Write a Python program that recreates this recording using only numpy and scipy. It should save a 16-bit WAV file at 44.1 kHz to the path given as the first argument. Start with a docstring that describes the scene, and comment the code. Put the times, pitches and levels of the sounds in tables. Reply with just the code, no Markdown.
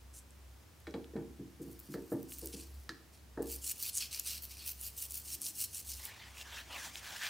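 """A small room with a wooden bench, heard by two close microphones; air noise and a low wavering hum throughout.
First a screwdriver is lifted from a glass of cleaning paste: a wet rub, clinks on the rim, bench thuds.
A wet toothbrush then scrubs the plastic handle, lightly, later in quick strokes, as bristles snap free.
A faint rumble comes and goes and a paper towel wipes the shaft; small pops and scrapes, a few early, most
during the wiping. Noise grains make the rubbing, decaying modes the knocks, short pitched bursts the snaps."""
import sys
import numpy as np
from scipy import signal
from scipy.fft import rfft, irfft
from scipy.io import wavfile
from scipy.ndimage import map_coordinates

SR = 44100
rng = np.random.default_rng(int(sys.argv[2]) if len(sys.argv) > 2 else 0)


def persist_wave(psi):
    """Save psi, clipped to +-1, as 16-bit WAV."""
    counts = np.round(np.clip(psi, -1, 1) * 32767).astype(np.int16)
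    wavfile.write(sys.argv[1], SR, np.atleast_2d(counts).T)


N = 321489
TIME = np.arange(N) / SR
EDGE_HZ = 15900  # top of the recorder's band and of the brush fizz


def amp(db):
    """Decibels to gain."""
    return 10 ** (np.asarray(db) / 20)


def evened(x):
    """Scaled to an rms of 1."""
    return x / np.sqrt(np.mean(x ** 2) + 1e-20)


def read(points, hz):
    """A table of (Hz, value), joined on a log-frequency axis."""
    f, value = np.transpose(points)
    return np.interp(np.log(hz + 1), np.log(f + 1), value)


def add(mix, s, sound):
    """Lays a sound into the mix at time s."""
    part = mix[max(round(s * SR), 0):][:len(sound)]
    part += sound[:len(part)]


def colour(x, points, size=2048):
    """Minimum-phase filter with the given (Hz, dB) spectrum, so that clicks keep their sharp front."""
    hz = abs(np.fft.fftfreq(size, 1 / SR))
    log_gain = np.log(amp(np.maximum(read(points, hz), -100)))
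    spectrum = np.exp(np.conj(signal.hilbert(log_gain)))
    taps = np.fft.ifft(spectrum).real
    return signal.oaconvolve(x, taps)[:len(x)]


def band(x, lo_hz, hi_hz):
    """Soft-edged band; bands that share an edge sum to the whole."""
    f = np.fft.rfftfreq(len(x), 1 / SR)

    def below(hz):
        """Gain of a soft low-pass."""
        return 1 / (1 + (f / hz) ** 12)

    return irfft(rfft(x) * (below(hi_hz) - below(lo_hz)), len(x))


def drift(per_s):
    """Smooth chance of rms 1 that changes so many times a second."""
    return evened(np.interp(TIME * per_s, np.arange(N), rng.standard_normal(N)))


def grains(per_s, spread_db):
    """A dense train of tiny slips, most small and a few large."""
    size = amp(spread_db * np.minimum(rng.exponential(1, N), 4))
    slips = rng.random(N) < per_s / SR
    return evened(size * rng.choice([-1, 1], N) * slips)


def ring(modes, t):
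    """Decaying modes, each struck with a random sign."""
    out = 0
    for hz, db, t60 in modes:
        out = out + rng.choice([-1, 1]) * amp(db - 60 * t / t60) * np.sin(2 * np.pi * hz * t)
    return out


def slide(start, length, crest):
    """One movement: how far along it is (0-1), and its speed, which rises to 1 at the crest and falls back."""
    along = np.clip((TIME - start) / length, 0, 1)
    rise_and_fall = np.interp(along, [0, np.clip(crest, .05, .95), 1], [0, 1, 0])
    return along, np.sin(np.pi / 2 * rise_and_fall)


def mottle(x, db, width_hz, per_s, size=512):
    """The contact keeps changing, so patches of the spectrum swell and sink."""
    hz, t, z = signal.stft(x, SR, nperseg=size)
    at = np.meshgrid(hz / width_hz, t * per_s, indexing="ij")
    patches = evened(map_coordinates(rng.standard_normal(z.shape), at, order=1, mode="mirror"))
    return signal.istft(z * amp(db * patches), SR, nperseg=size)[1][:N]


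def resonate(x, hz, width_hz):
    """A resonance of gain 1 that follows the curve hz."""
    turn = np.exp(2j * np.pi * np.cumsum(hz) / SR)
    r = np.exp(-np.pi * width_hz / SR)
    # shift the curve down to 0 Hz, smooth there, shift back
    return 2 * (turn * signal.lfilter([1 - r], [1, -r], x / turn)).real


# Room air at the microphones. Each row: frequency in Hz, relative density in dB per Hz.
AIR_COLOUR = [(50, -28), (85, -5.5), (135, -15), (233, -18.5), (254, -18.5), (536, -24.5), (1210, -27.5),
              (4590, -33.5), (4900, -32), (7430, -34.5), (16000, -37.5)]
# How wide the air spreads. Each row: frequency in Hz, side minus mid in dB.
AIR_SPREAD = [(70, -22), (130, -6.5), (290, -4), (3000, -5), (15000, -8.5)]
AIR_DB = -62  # rms of the mid


def air():
    """The steady wash of the room: noise, diffuse, but alike on both sides in the deepest bass."""
    mid, side = (evened(colour(rng.standard_normal(N), AIR_COLOUR, size=8192)) for _ in range(2))
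    side = colour(side, AIR_SPREAD, size=8192)
    return amp(AIR_DB) * (mid + np.array([side, -side]))


# The hum in the small room, before its flutter. Each row: time in seconds, rms level in dB.
HUM_LEVEL = [(0.0, -62), (0.06, -54.5), (0.65, -60), (0.71, -75), (0.89, -57), (2.23, -63.5), (2.46, -49.5),
             (2.9, -59), (2.94, -67.5), (3.57, -51.5), (3.86, -71), (4.06, -60.5), (5.36, -59), (5.4, -75),
             (5.97, -51), (6.21, -74), (6.27, -56), (7.29, -69)]
HUM_HZ, HUM_FLUTTER_DB = 66.5, 2.34  # mean pitch; rms of the quick wobble in level


def hum(waver_hz=2.42):
    """A low sine that swells, flutters and wavers in pitch."""
    turns = np.cumsum(HUM_HZ + waver_hz * drift(10)) / SR
    db = np.interp(TIME, *np.transpose(HUM_LEVEL)) + HUM_FLUTTER_DB * drift(9)
    return amp(db) * np.sqrt(2) * np.sin(2 * np.pi * turns)


# Wet rubs on the handle, close by: the first as it leaves the paste, the rest by the brush.
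# Each row: start in seconds, length in seconds, swish at the crest in dB before the trim, fastest point
# as a share of the length, low rasp at mid-stroke re swish in dB, fizz at the stroke's end re swish in dB.
WET_STROKES = [(0.12, 0.097, -54, 0.55, -13, -7), (1.602, 0.035, -60.5, 0.83, -25, 1),
               (1.673, 0.064, -67, 0.94, -20, 6), (1.751, 0.114, -74, 0.8, -20, 10),
               (1.886, 0.083, -60.5, 0.58, -5.5, 4), (2.083, 0.074, -61.5, 0.51, -16, 9),
               (2.263, 0.11, -53, 0.65, -12, 3), (2.266, 0.33, -56, 0.48, -7, 3),
               (2.517, 0.038, -52, 0.57, 2, -3), (2.522, 0.16, -54, 0.41, -3, -3),
               (3.116, 0.1, -69, 0.21, 2, 1), (3.428, 0.16, -49, 0.58, -5, 5.5),
               (3.586, 0.15, -40.5, 0.81, -9, 0), (3.731, 0.19, -45, 0.72, -3, 5.5),
               (3.903, 0.11, -37.5, 0.73, -13, -11), (3.993, 0.094, -47, 0.16, 5.5, 4),
               (4.098, 0.14, -47.5, 0.22, 3, 5), (4.224, 0.2, -45, 0.31, 1, 4),
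               (4.414, 0.065, -53, 0.3, -1, 10.5), (4.487, 0.083, -55, 0.24, 1, 3),
               (4.524, 0.21, -58.0, 0.34, 5, 4), (4.629, 0.11, -47.5, 0.48, -3.5, 10),
               (4.762, 0.16, -49, 0.56, -4.5, 7), (4.937, 0.15, -45.5, 0.54, -7.5, 4.5),
               (5.051, 0.18, -50.5, 0.63, -6.5, 6.5), (5.186, 0.179, -45.5, 0.91, -8, 1),
               (5.389, 0.14, -42.5, 0.54, -10.5, -0.5), (5.52, 0.15, -40.5, 0.75, -8, 2.5),
               (5.689, 0.16, -46, 0.52, -8.5, 0.5), (5.838, 0.1, -45.0, 0.64, -8.5, -1),
               (5.888, 0.21, -50.5, 0.089, -0.5, 3), (6.008, 0.11, -51.5, 0.37, -4, 4)]
# Between strokes the bristles stay on the handle and keep creeping.
# Each row: start in seconds, length in seconds, swish in dB before the trim.
BRUSH_CONTACTS = [(1.61, 1.295, -72), (3.419, 2.72, -65.5)]
# Bristles on plastic. Each row: frequency in Hz, relative density in dB per Hz.
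BRUSH_COLOUR = [(710, -35), (1200, -19), (2060, -15), (2250, -9), (2790, -3), (3620, -7), (4500, 1.5),
                (4960, -2), (5350, 0.5), (7020, -3), (7740, -0.5), (9820, 0), (11800, -3), (15200, 5),
                (16000, -7)]
STROKE_SHARPNESS = 1.87  # loudness grows as this power of the brush's speed
BEND_RASP_DB, BEND_FIZZ_DB = 7, 9  # gained from start to end of a stroke, as the bristles bend over
TOUCH_S, LIFT_S = 0.0045, 0.08  # the bristles land quickly and leave slowly
CREEP_RASP_DB, CREEP_FIZZ_DB = -2, 2  # re the creeping swish


def scrub(trim_db=-0.53, clump_db=2.0, low_edge_hz=5900, high_edge_hz=11000):
    """Bristles slip in clumps over the handle; bent ones rasp low, upright tips swish and fizz."""
    creep = np.zeros(N)
    for s, length, db in BRUSH_CONTACTS:
        touch = np.minimum((TIME - s) / TOUCH_S, (s + length - TIME) / LIFT_S)
        creep += amp(db) * np.clip(touch, 0, 1)
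    rasp, swish, fizz = creep * amp(CREEP_RASP_DB), creep, creep * amp(CREEP_FIZZ_DB)
    for s, length, db, crest, low, high in WET_STROKES:
        along, speed = slide(s, length, crest)
        level = amp(db) * speed ** STROKE_SHARPNESS
        rasp = np.hypot(rasp, level * amp(low + BEND_RASP_DB * (along - .5)))
        swish = np.hypot(swish, level)
        fizz = np.hypot(fizz, level * amp(high + BEND_FIZZ_DB * (along - 1.0)))
    clumps = amp(clump_db * drift(280))
    slips = colour(grains(per_s=13000, spread_db=4.5) * clumps, BRUSH_COLOUR)
    slips = mottle(slips, db=2.3, width_hz=360, per_s=65)
    low_part = rasp * evened(band(slips, 1, low_edge_hz))
    middle_part = swish * evened(band(slips, low_edge_hz, high_edge_hz))
    top_part = fizz * evened(band(slips, high_edge_hz, EDGE_HZ))
    return amp(trim_db) * (low_part + middle_part + top_part)


# Single bristles and wet films snapping, close by.
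# Each row: start in seconds, nominal peak in dB before the trim, pitch in Hz.
BRISTLE_SNAPS = [(0.307, -41.5, 8500), (0.8026, -44, 10600), (0.9093, -41.5, 5600), (1.7928, -30, 14100),
                 (1.8004, -27, 15000), (2.2298, -28.5, 14100), (2.3855, -26, 13000), (2.3924, -25, 13500),
                 (2.4588, -19.5, 13100), (2.4723, -23, 8700), (3.4221, -33, 8900), (3.4274, -27, 14700),
                 (3.5613, -22.5, 11000), (3.8268, -12.5, 13800), (3.8344, -19, 13500), (3.9534, -20, 9560),
                 (3.9823, -14, 6860), (4.1105, -37, 5200), (4.1465, -21.5, 5240), (4.1962, -13.5, 12000),
                 (4.1976, -19, 7100), (4.2622, -21, 9700), (4.2737, -16.5, 8850), (4.4228, -24, 14000),
                 (4.8125, -22.5, 10900), (4.9771, -28, 13000), (5.1086, -23, 9840), (5.1213, -20.5, 9600),
                 (5.1442, -21, 9600), (5.4175, -15.5, 10300), (5.4244, -23, 9000), (5.459, -22.5, 9600),
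                 (5.466, -22.5, 5430), (5.5862, -21, 13000), (5.7474, -24, 8850), (5.8905, -31, 9500),
                 (6.0534, -17, 15200)]
# Small dull pops and scrapes, close by.
# Each row: start in seconds, nominal peak in dB before the trim, pitch in Hz.
DULL_POPS = [(1.044, -45, 3060), (2.3213, -38.5, 2860), (6.058, -37.5, 3200), (6.3713, -43, 2270),
             (6.413, -33.5, 3620), (6.422, -47, 3040), (6.9565, -29, 3330)]


def ticks(rows, trim_db, cycles, tail_db, tail_t60):
    """A short burst: a few cycles at its own pitch, trailed by a tiny spray of noise."""
    out, t = np.zeros(N), np.arange(1024) / SR
    for s, db, hz in rows:
        age = t * hz / cycles
        tick = age * np.exp(1 - age) * np.sin(2 * np.pi * hz * t)
        around_pitch = [(hz / 4, -20), (hz / 2, -3), (hz, 0), (hz * 2, -6)]
        spray = evened(colour(rng.standard_normal(len(t)), around_pitch))
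        add(out, s, amp(db + trim_db) * (tick + amp(tail_db - 60 * t / tail_t60) * spray))
    return out


# The screwdriver clinking on the glass rim.
# Each row: start in seconds, peak in dB before the trim, centre in Hz that sets the brightness.
RIM_CLINKS = [(0.8693, -39.5, 1800), (0.9402, -38.5, 1800), (1.1647, -42.5, 1050)]
# First crack of steel on the rim. Each row: frequency in Hz, relative density in dB per Hz.
STEEL_CRACK = [(500, -2), (1500, 8.5), (2300, -1), (4200, -2), (5200, -9), (15000, -27)]
# The screwdriver, damped by the hand. Each row: mode in Hz, relative level in dB, 60 dB decay in seconds.
TOOL_MODES = [(1807, -6.5, 0.1), (2250, 2, 0.03), (3350, -6, 0.036), (3970, 0.5, 0.026)]
# Plastic tapping on the glass.
# Each row: start in seconds, peak in dB before the trim, centre in Hz that sets the brightness.
PLASTIC_TAPS = [(1.941, -36, 1590), (2.1193, -46, 1130), (2.8926, -26.5, 1800), (3.375, -42.5, 1060)]
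# First crack of plastic on glass. Each row: frequency in Hz, relative density in dB per Hz.
PLASTIC_CRACK = [(600, -42), (1100, -24), (1700, 8), (2300, -13), (3600, -13.5), (4400, -5.5), (5200, -9),
                 (6300, -16), (15000, -31.5)]
# The full glass, damped by the paste. Each row: mode in Hz, relative level in dB, 60 dB decay in seconds.
GLASS_MODES = [(1322, 22.5, 0.018), (1460, -19, 0.063), (1726, -6, 0.13), (1780, -12, 0.23),
               (3930, 3, 0.06), (4400, -5, 0.054)]


def clinks(rows, crack_colour, modes, trim_db, ring_db, chatter_db, lean_db, middle_hz):
    """One sharp push with decaying chatter, over a choked ring; a softer contact loses its top."""
    out, t = np.zeros(N), np.arange(SR // 5) / SR
    for s, db, hz in rows:
        chatter = amp(chatter_db - 60 * t / 0.088) * rng.standard_normal(len(t))
        push = (t == 0) + chatter
        crack = colour(push, crack_colour)
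        clink = crack / abs(crack).max() + amp(ring_db) * ring(modes, t)
        clink = colour(clink, [(1400, 0), (4000, lean_db * np.log2(hz / middle_hz))])
        add(out, s, amp(db + trim_db) * clink / abs(clink).max())
    return out


# The glass is bumped and shakes the bench under it. Each row: start in seconds, peak in dB before the trim,
# centre of the thud in Hz that sets its brightness, share of the deep boom in dB before deep_db.
BENCH_KNOCKS = [(0.873, -36, 470, -15), (0.94, -31, 480, -9.5), (1.134, -40.5, 477, -16),
                (1.153, -27.5, 414, -4.5), (1.163, -34, 460, -10), (1.388, -38, 270, -6),
                (1.596, -36.5, 262, -13), (1.615, -43, 333, -4.5), (1.669, -41.5, 366, -6.5),
                (1.883, -39, 199, -5), (1.942, -31.5, 376, -14.5), (2.118, -25.5, 417, -11),
                (2.423, -38, 386, -20.5), (2.537, -38.5, 330, -9.5), (2.891, -44, 336, -9.5),
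                (3.373, -30, 510, -14), (3.4, -32.5, 447, -15)]
# The wooden bench top. Each row: mode in Hz, relative level in dB, 60 dB decay in seconds.
BENCH_MODES = [(201.5, 0.5, 0.15), (278.1, -2.5, 0.41), (327.4, -5.5, 0.46), (359, -5, 0.38),
               (457.7, 2, 0.2), (503, -21, 0.08), (603, -12, .16)]
# The bench's dense ring. Each row: frequency in Hz, relative density in dB per Hz.
BENCH_BOOM = [(65, -59), (110, 1.5), (227, 3), (425, 7), (499, 6), (585, -6.5), (796, -5.5), (1400, -25.5),
              (1820, -18), (3080, -120)]


def knocks(trim_db=-1, dense_db=-3, lean_db=18, middle_hz=430, deep_db=11, rise_s=0.0023):
    """The bench top rings; a bump with a higher centre starts faster and leans toward its higher modes."""
    out, t = np.zeros(N), np.arange(SR // 2) / SR
    low_t60, high_t60 = .28, .18  # seconds
    for s, db, hz, deep in BENCH_KNOCKS:
        noise = colour(rng.standard_normal(len(t)), BENCH_BOOM)
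        low = band(noise, 0.91, 432) * amp(-60 * t / low_t60)
        high = band(noise, 490, SR) * amp(-60 * t / high_t60)
        thud = evened(ring(BENCH_MODES, t)) + amp(dense_db) * evened(low + high)
        lean = lean_db * np.log2(hz / middle_hz)
        thud = colour(thud, [(220, deep + deep_db), (340, 0.021), (650, lean)])
        thud = thud * (1 - np.exp(-t / (rise_s * (middle_hz / hz) ** 3)))
        add(out, s, amp(db + trim_db) * thud / abs(thud).max())
    return out


# A faint low rumble swells and fades, once before the wiping and once beneath it. # Each row: start in seconds,
# length in seconds, level at the crest in dB.
LOW_RUMBLES = [(5.07, 0.7, -66.5), (6.3, 1.15, -69)]


def rumble(low_hz=160, high_hz=370):
    """Dull band of noise that swells and fades."""
    swell = sum(amp(db) * slide(s, length, 0.46)[1] ** 2 for s, length, db in LOW_RUMBLES)
    return swell * evened(band(rng.standard_normal(N), low_hz, high_hz))


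# Slides of the paper towel along the shaft, close by. Each row: start in seconds, length in seconds,
# level at the crest in dB before the trim, fastest point as a share of the length,
# dull rub re level in dB, fizz re level in dB, ring of the fold in Hz.
TOWEL_WIPES = [(5.985, 0.22, -57.5, 0.69, -7, -18, 2010), (6.181, 0.14, -56, 0.23, -13, -20, 2000),
               (6.337, 0.095, -52, 0.93, -14, 1.5, 2840), (6.433, 0.2, -48.5, 0.82, -14.5, -6.5, 1580),
               (6.675, 0.16, -49, 0.57, -4.5, -6, 2800), (6.744, 0.18, -49.5, 0.59, -9.5, 0.5, 1650),
               (6.893, 0.11, -54, 0.92, -13, 1.5, 2420), (6.963, 0.26, -48, 0.8, -12, -3.5, 1570),
               (7.176, 0.22, -41, 0.33, -15, -6, 1630)]
# Paper fibres on the shaft. Each row: frequency in Hz, relative density in dB per Hz.
PAPER_COLOUR = [(210, -34), (350, -24.5), (572, -14), (837, -8), (1280, -8.5), (1660, -2.5), (2100, -4),
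                (2420, -2), (3170, 1), (4720, -4), (6790, -11), (12000, -19.5), (15500, -18)]
WIPE_SHARPNESS = 1.25  # loudness grows as this power of the towel's speed
GRIP_S, GRIP_DB = 5.995, -61.5  # from then on the held towel rustles, at this level before the trim
GRIP_DULL_DB, GRIP_FIZZ_DB = -4.5, -2  # re the rustle's level
FOLD_HZ = 2040  # ring of the fold around the shaft while the towel is only held


def towel(trim_db=-0.02, fold_db=-3, clump_db=1.0, low_edge_hz=1250, high_edge_hz=5600):
    """Paper fibres catch and let go; the fold around the shaft rings at a pitch that moves with the grip."""
    level = amp(GRIP_DB) * (TIME > GRIP_S)
    dull, fizz = level * amp(GRIP_DULL_DB), level * amp(GRIP_FIZZ_DB)
    fold_hz = np.full(N, FOLD_HZ)
    for s, length, db, crest, low, high, hz in TOWEL_WIPES:
        speed = slide(s, length, crest)[1]
        wipe = amp(db) * speed ** WIPE_SHARPNESS
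        level = np.hypot(level, wipe)
        dull = np.hypot(dull, wipe * amp(low))
        fizz = np.hypot(fizz, wipe * amp(high))
        fold_hz = fold_hz + (hz - fold_hz) * np.sqrt(speed)
    clumps = amp(clump_db * drift(150))
    fibres = colour(grains(per_s=12000, spread_db=2.5) * clumps, PAPER_COLOUR)
    fibres = mottle(fibres, db=2.1, width_hz=280, per_s=55)
    body = band(fibres, low_edge_hz, high_edge_hz)
    fold = resonate(body, fold_hz, width_hz=350)
    body = evened(evened(body) + amp(fold_db) * evened(fold))
    rub = evened(band(fibres, 1, low_edge_hz))
    top = evened(band(fibres, high_edge_hz, SR))
    return amp(trim_db) * (level * body + dull * rub + fizz * top)


# Decay of the small room. Each row: frequency in Hz, 60 dB decay in seconds.
ROOM_DECAY = [(150, 0.69), (400, 0.41), (1500, 0.46), (5000, 0.44), (15000, 0.14)]


def room(x, wet_db, side_db):
    """Direct sound plus a short tail of decaying noise, heard by two close microphones."""
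    hz, t, z = signal.stft(rng.standard_normal((2, SR // 2)), SR, nperseg=256)
    decay = amp(-60 * t / read(ROOM_DECAY, hz)[:, None])
    tail = signal.istft(z * decay, SR, nperseg=256)[1]
    tail[:, :SR // 400] = 0  # a gap of 2.5 ms before the first reflections
    tail = tail / np.linalg.norm(tail[0])
    mid, side = signal.fftconvolve(x[None], tail, axes=1)[:, :N]
    return x + amp(wet_db) * mid + amp(side_db) * np.array([side, -side])


def scene():
    """All sources on the bench, in the room."""
    snaps = ticks(BRISTLE_SNAPS, trim_db=-5.0, cycles=1.0, tail_db=-12.0, tail_t60=0.011)
    steel = clinks(RIM_CLINKS, STEEL_CRACK, TOOL_MODES, trim_db=0.5, ring_db=-8.5, chatter_db=-17,
                   lean_db=9, middle_hz=1800)
    pops = ticks(DULL_POPS, trim_db=1, cycles=.6, tail_db=-16, tail_t60=.015)
    plastic = clinks(PLASTIC_TAPS, PLASTIC_CRACK, GLASS_MODES, trim_db=1.0, ring_db=-26, chatter_db=-25,
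                     lean_db=30, middle_hz=1640)
    brushing = room(scrub() + snaps, wet_db=-13.0, side_db=-22.0)
    clinking = room(steel + plastic, wet_db=-11.5, side_db=-17)
    knocking = room(knocks(), wet_db=-9.5, side_db=-20.0)
    wiping = room(towel() + pops, wet_db=-16.5, side_db=-19)
    return air() + hum() + brushing + clinking + knocking + rumble() + wiping


def record(dry):
    """The recorder's band limit: a steep low-pass."""
    low_pass = signal.firwin(511, EDGE_HZ, window=("kaiser", 9), fs=SR)
    return signal.oaconvolve(dry, low_pass[None], "same")


dry = scene()
out = record(dry)
persist_wave(out)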